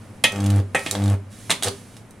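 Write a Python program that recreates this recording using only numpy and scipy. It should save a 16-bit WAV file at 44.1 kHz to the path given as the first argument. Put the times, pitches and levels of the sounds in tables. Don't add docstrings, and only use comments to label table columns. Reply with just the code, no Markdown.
import sys
import numpy as np
from scipy import signal
from scipy.fft import rfft, irfft, next_fast_len
from scipy.io import wavfile
from scipy.ndimage import uniform_filter1d

SR = 44100
rng = np.random.default_rng(int(sys.argv[2]) if len(sys.argv) > 2 else 0)


def persist_wave(psi):
    counts = np.round(np.clip(psi, -1, 1) * 32767).astype(np.int16)
    wavfile.write(sys.argv[1], SR, np.atleast_2d(counts).T)


N = 97020
T = np.arange(N) / SR
SIZE = next_fast_len(N + SR // 2)
FREQS = np.maximum(np.fft.rfftfreq(SIZE, 1 / SR), 1)
LN_60_DB = np.log(1000)


def amp(db):
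    return 10 ** (np.asarray(db) / 20)


def unit(x):
    return x / np.sqrt(np.mean(x ** 2))


def gains(points):
    hz, db = np.array(points).T
    return amp(np.interp(np.log(FREQS), np.log(hz), db))


def shape(x, gain):
    return irfft(rfft(x, SIZE) * gain, SIZE)[..., :N]


def causal(gain):
    cepstrum = irfft(np.log(unit(gain) + 1e-6), SIZE)
    cepstrum[1:SIZE // 2] *= 2
    cepstrum[SIZE // 2 + 1:] = 0
    return np.exp(rfft(cepstrum))


def fall(start, decay):
    return (T >= start) * np.exp(-np.maximum(T - start, 0) / decay)


def walk(rate):
    k = int(SR / rate)
    steps = np.repeat(rng.standard_normal(N // k + 1), k)
    return 2.2 * uniform_filter1d(uniform_filter1d(steps, k), k)[:N]


GRAIN_DB = 2.5


def grit():
    return unit(rng.standard_normal(N) * amp(GRAIN_DB * rng.standard_normal(N)))


# f/Hz, level of side against mid/dB
WIDTH = [(100, -21), (500, -8.5), (2000, -8), (4000, -4.5), (8000, -2), (13000, 3)]


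def diffuse():
    mid, side = rng.standard_normal((2, N))
    return unit(mid + shape(side, gains(WIDTH)) * np.array([[1], [-1]]))


PULSE_HZ = 100
LIGHT_S = 0.02


def burning(start, end, release):
    return np.clip((T - start) / LIGHT_S, 0, 1) * np.exp(-np.maximum(T - end, 0) / release)


# lights t/s, breaks t/s, full throb level/dB, buzz level/dB, sizzle level/dB
ARCS = [(0.305, .602, -16, -34.5, -41.5), (0.908, 1.144, -17, -34, -42), (1.638, 1.688, -28, -30, -33)]
# f/Hz, level in a short arc/dB, level lost in a long arc/dB
THROB_PARTIALS = [(100, 0, 0.5), (200, 1.5, 17.5), (300, -3, 16)]
THROB_RISE_DB, THROB_CURVE = 29, 2.5
SOFTEN_CURVE = 1.94
THROB_BREAK_S = 0.015
BOOM_HZ, BOOM_T60_S, BOOM_DB = 97.6, 0.54, -8


def throb():
    out = np.zeros(N)
    for start, end, db, _, _ in ARCS:
        length = np.clip((T - start) / (end - start), 0, 1)
        pulses = np.zeros(N)
        for hz, short_db, loss_db in THROB_PARTIALS:
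            pulses += amp(short_db - loss_db * length ** SOFTEN_CURVE) * np.cos(2 * np.pi * hz * T)
        swell = amp(db - THROB_RISE_DB * (1 - length) ** THROB_CURVE)
        out += np.sqrt(2) * pulses * swell * burning(start, end, THROB_BREAK_S)
    ring = np.exp(-LN_60_DB * T / BOOM_T60_S)
    mode = 2 * ring / ring.sum() * np.cos(2 * np.pi * BOOM_HZ * T)
    return out + amp(BOOM_DB) * signal.fftconvolve(out, mode)[:N]


# f/Hz, level/dB
BUZZ_COLOUR = [(50, -33), (200, -17), (300, -12.5), (400, 4), (500, 0), (620, -4), (800, -8.5), (1200, -15),
               (2500, -20.5), (6000, -44)]
# f/Hz, level/dB
SIZZLE_COLOUR = [(40, -14), (100, -10.5), (260, 14.5), (700, 9.5), (1500, 5.5), (3000, -1), (5400, -4),
                 (8800, -4), (11500, -11), (15500, -36)]
BREAK_S = 0.0068
SNAP_SCATTER_DB, SNAP_JITTER_S, SNAP_LEAD_S = 1, .00008, .0007
SIZZLE_SHARE, SIZZLE_SCATTER_DB = 0.47, 0.5


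def buzz():
    count = int(N / SR * PULSE_HZ)
    jitter, size, puff = rng.standard_normal((count, 3)).T
    snap_times = np.arange(count) / PULSE_HZ - SNAP_LEAD_S + SNAP_JITTER_S * jitter
    snaps = np.zeros(N)
    snaps[np.clip((snap_times * SR).astype(int), 0, N - 1)] = amp(SNAP_SCATTER_DB * size)

    cycle = T * PULSE_HZ
    puff_number = np.minimum(cycle.astype(int), count - 1)
    puff_decay = np.exp(-(cycle % 1) / SIZZLE_SHARE)
    puffs = unit(grit() * puff_decay * amp(SIZZLE_SCATTER_DB * puff)[puff_number])

    snap_level, puff_level = np.zeros((2, N))
    for start, end, _, snap_db, puff_db in ARCS:
        alight = burning(start, end, BREAK_S)
        snap_level += amp(snap_db) * alight
        puff_level += amp(puff_db) * alight
    snaps = shape(unit(snaps) * snap_level, causal(gains(BUZZ_COLOUR)))
    sizzle = shape(puffs * puff_level, causal(gains(SIZZLE_COLOUR)))
    return snaps, sizzle


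# f/Hz, level/dB
FLARE_COLOUR = [(80, -19), (270, 5.5), (550, -2.5), (1200, -8.5), (2200, -19.5), (5000, -33.5),
                (15000, -64)]
FLARE_DB, FLARE_S = -32.5, 0.047


def flare():
    swell = np.zeros(N)
    for start, end, *_ in ARCS:
        swell += burning(start, end, BREAK_S) * np.exp(np.minimum(T - end, 0) / FLARE_S)
    puffs = unit(grit() * np.exp(-(T * PULSE_HZ % 1) / 0.39))
    return amp(FLARE_DB) * shape(puffs * swell, causal(gains(FLARE_COLOUR)))


# t/s, level/dB, decay t/s, treble corner f/Hz, metal ring level/dB
STRIKES = [(0.2401, -7.5, 0.007, 5100, -19.5), (0.2491, -15.5, 0.0088, 4500, -30.5),
           (0.7475, -14, 0.014, 2260, -19.5), (0.7554, -27, 0.0077, 2150, -37),
           (0.8629, -26.5, 0.017, 4900, -38), (1.4964, -18.5, 0.013, 1990, -39),
           (1.5127, -22, 0.0089, 2970, -47)]
# f/Hz, level/dB, t60/s
SOLE_MODES = [(512.7, -6.5, 0.21), (879, -14, 0.23), (1300, -12.5, 0.41), (1680, -14, .13),
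              (1750, -7, 0.12), (1877, -0.5, 0.23), (2300, -8.5, 0.24), (2526, 2.5, 0.19), (2618, -1, 0.12),
              (2830, -18, 0.088), (3170, -4.5, 0.16), (3205, -4, 0.18), (3465, -3, 0.18), (3930, -10, 0.13),
              (4100, -6.5, 0.1), (6200, -5, 0.22)]
# f/Hz, level/dB
BANG_COLOUR = [(70, -29), (170, -1.5), (340, -6), (560, -1), (1000, -5), (1400, -11.5), (1900, 1),
               (3100, 0.5), (5000, -8), (9000, 3), (15000, -36)]


def strikes():
    blast, ring = np.zeros((2, N))
    for start, db, decay, corner_hz, ring_db in STRIKES:
        def dull(hz):
            return 1 / np.sqrt(1 + (hz / corner_hz) ** 12) + 0.16

        burst = amp(db) * grit() * fall(start, decay)
        blast += shape(burst, causal(gains(BANG_COLOUR) * dull(FREQS)))
        first = int(start * SR)
        age = T[:min(SR // 2, N - first)]
        for hz, mode_db, t60 in SOLE_MODES:
            level = amp(ring_db + mode_db) * dull(hz)
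            mode = np.sin(2 * np.pi * hz * age) * np.exp(-LN_60_DB * age / t60)
            ring[first:first + len(age)] += level * mode
    return blast, ring


# t/s, level/dB, decay t/s, tilt/dB per octave
SPARKS = [(0.2387, -15.5, 0.0045, 6.5), (0.3208, -27.5, 0.0022, 3), (0.36, -28.5, 0.0024, -1.5),
          (0.404, -30, .003, -0.5), (0.4419, -32.5, 0.0028, 2), (.462, -26.5, 0.0033, 1.5),
          (.503, -24.5, 0.0022, 0), (.560, -33, 0.0022, 4.5), (0.584, -39, 0.0017, 5),
          (.793, -26.5, 0.0015, 0.5), (0.8625, -20, 0.0035, -3.5), (0.9116, -11, 0.0016, 2.5),
          (0.952, -16.5, .002, -4.5), (1.021, -24.5, 0.0026, -5.5), (1.039, -29.5, 0.0018, 2),
          (1.059, -29, .002, 0.5), (1.079, -27.5, 0.0024, -2.5), (1.099, -28.5, 0.0019, 2),
          (1.5045, -9.5, 0.0022, -1), (1.512, -12.5, 0.0049, -1), (1.523, -21, 0.003, -2.5),
          (1.625, -17, 0.002, -1.5), (1.633, -17, 0.0064, 2), (1.644, -19, 0.0065, -1),
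          (1.664, -23.5, 0.0042, 0), (1.673, -20, 0.0038, -3.5), (1.683, -17.5, 0.002, 1),
          (1.967, -41, 0.0053, -0.5), (2.108, -41, .002, 5.5)]
# f/Hz, level/dB
CRACK_COLOUR = [(100, -8), (600, 0.5), (1500, -2), (2600, -3), (3700, 3), (5400, -3), (7800, -0.5),
                (9800, -1.5), (11200, -11), (15500, -26.5)]


def sparks():
    colour = gains(CRACK_COLOUR) / (1 + (150 / FREQS) ** 4)
    out = np.zeros(N)
    for start, db, decay, tilt_db in SPARKS:
        tilt = amp(tilt_db * np.log2(FREQS))
        out += shape(amp(db) * grit() * fall(start, decay), causal(colour * tilt))
    return out


# f/Hz, level/dB
HISS_COLOUR = [(200, -10), (1500, 1), (3600, 1), (5400, 0.5), (8000, 0.5), (9800, 4), (11500, -7.5),
               (15500, -21)]
# t/s, level/dB
HISS_LEVEL = [(0, -58), (.12, -60.5), (.22, -62), (.73, -63), (.78, -43.5), (.89, -42), (.98, -51),
              (1.19, -65), (1.29, -65), (1.32, -51.5), (1.42, -49.5), (1.55, -51), (1.76, -49.5),
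              (1.85, -55), (1.97, -56), (2.04, -63), (2.2, -64)]


def hiss_and_fizz():
    times, levels_db = np.array(HISS_LEVEL).T
    return unit(shape(grit(), gains(HISS_COLOUR))) * amp(np.interp(T, times, levels_db))


# band edge f/Hz, t60/s
ROOM_DECAY = [(60, 0.55), (400, .33), (1500, 0.26), (4000, 0.22), (9000, 0.2), (17000, .15)]
ROOM_DB, EARLY_DB = -5, -5
EARLY_S, ROOM_GAP_S = 0.0092, 0.0019


def room(x):
    noise = diffuse()
    tail = 0
    for (low_hz, low_t60), (high_hz, high_t60) in zip(ROOM_DECAY, ROOM_DECAY[1:]):
        band = shape(noise, (FREQS >= low_hz) & (FREQS < high_hz))
        tail = tail + band * fall(ROOM_GAP_S, (low_t60 + high_t60) / 2 / LN_60_DB)
    early = diffuse() * fall(ROOM_GAP_S, EARLY_S)
    response = (amp(ROOM_DB) * unit(tail) + amp(EARLY_DB) * unit(early)) / np.sqrt(N)
    return signal.fftconvolve(x[None], response, axes=1)[:, :N]


# f/Hz, level/dB
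DRONE_COLOUR = [(20, -8), (38, -4), (62, -12.5), (105, 9.5), (150, -5), (210, 3.5), (340, -8.5), (600, -12),
                (1200, -18), (2200, -22.5), (4500, -38), (9500, -46), (15000, -59.5)]
# f/Hz, level/dB
TONES = [(100, -57), (107.7, -50), (193.8, -60.5)]
DRONE_DB, DRONE_FALL_DB_PER_S = -42, 1


def drone():
    air = unit(shape(diffuse(), gains(DRONE_COLOUR))) * amp(DRONE_DB)
    tones = np.zeros(N)
    for hz, db in TONES:
        level = amp(db + walk(11.8)) * np.sqrt(2)
        tones += level * np.sin(2 * np.pi * hz * T + .5 * walk(4.98))
    return (air + tones) * amp(-DRONE_FALL_DB_PER_S * T)


# f/Hz, left minus right level/dB
BALANCE = [(100, -0.5), (350, 1.8), (1000, -0.4), (2000, -0.5), (4000, -1.5), (6000, -3.5), (8500, -4),
           (12000, -12)]
BUZZ_WET, RING_WET = 0.8, .3


def scene():
    snaps, sizzle = buzz()
    blast, ring = strikes()
    crackle = blast + sparks() + sizzle + flare() + hiss_and_fizz()
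    direct = crackle + ring + snaps + throb()
    reflected = room(crackle + BUZZ_WET * snaps + RING_WET * ring)
    lean = np.sqrt(gains(BALANCE))
    return shape(direct + reflected + drone(), np.array([lean, 1 / lean]))


TOP_HZ = 15800


def record(dry):
    rounded = np.tanh(dry)
    return signal.sosfilt(signal.ellip(8, .2, 70, TOP_HZ, fs=SR, output="sos"), rounded)


dry = scene()
out = record(dry)
persist_wave(out)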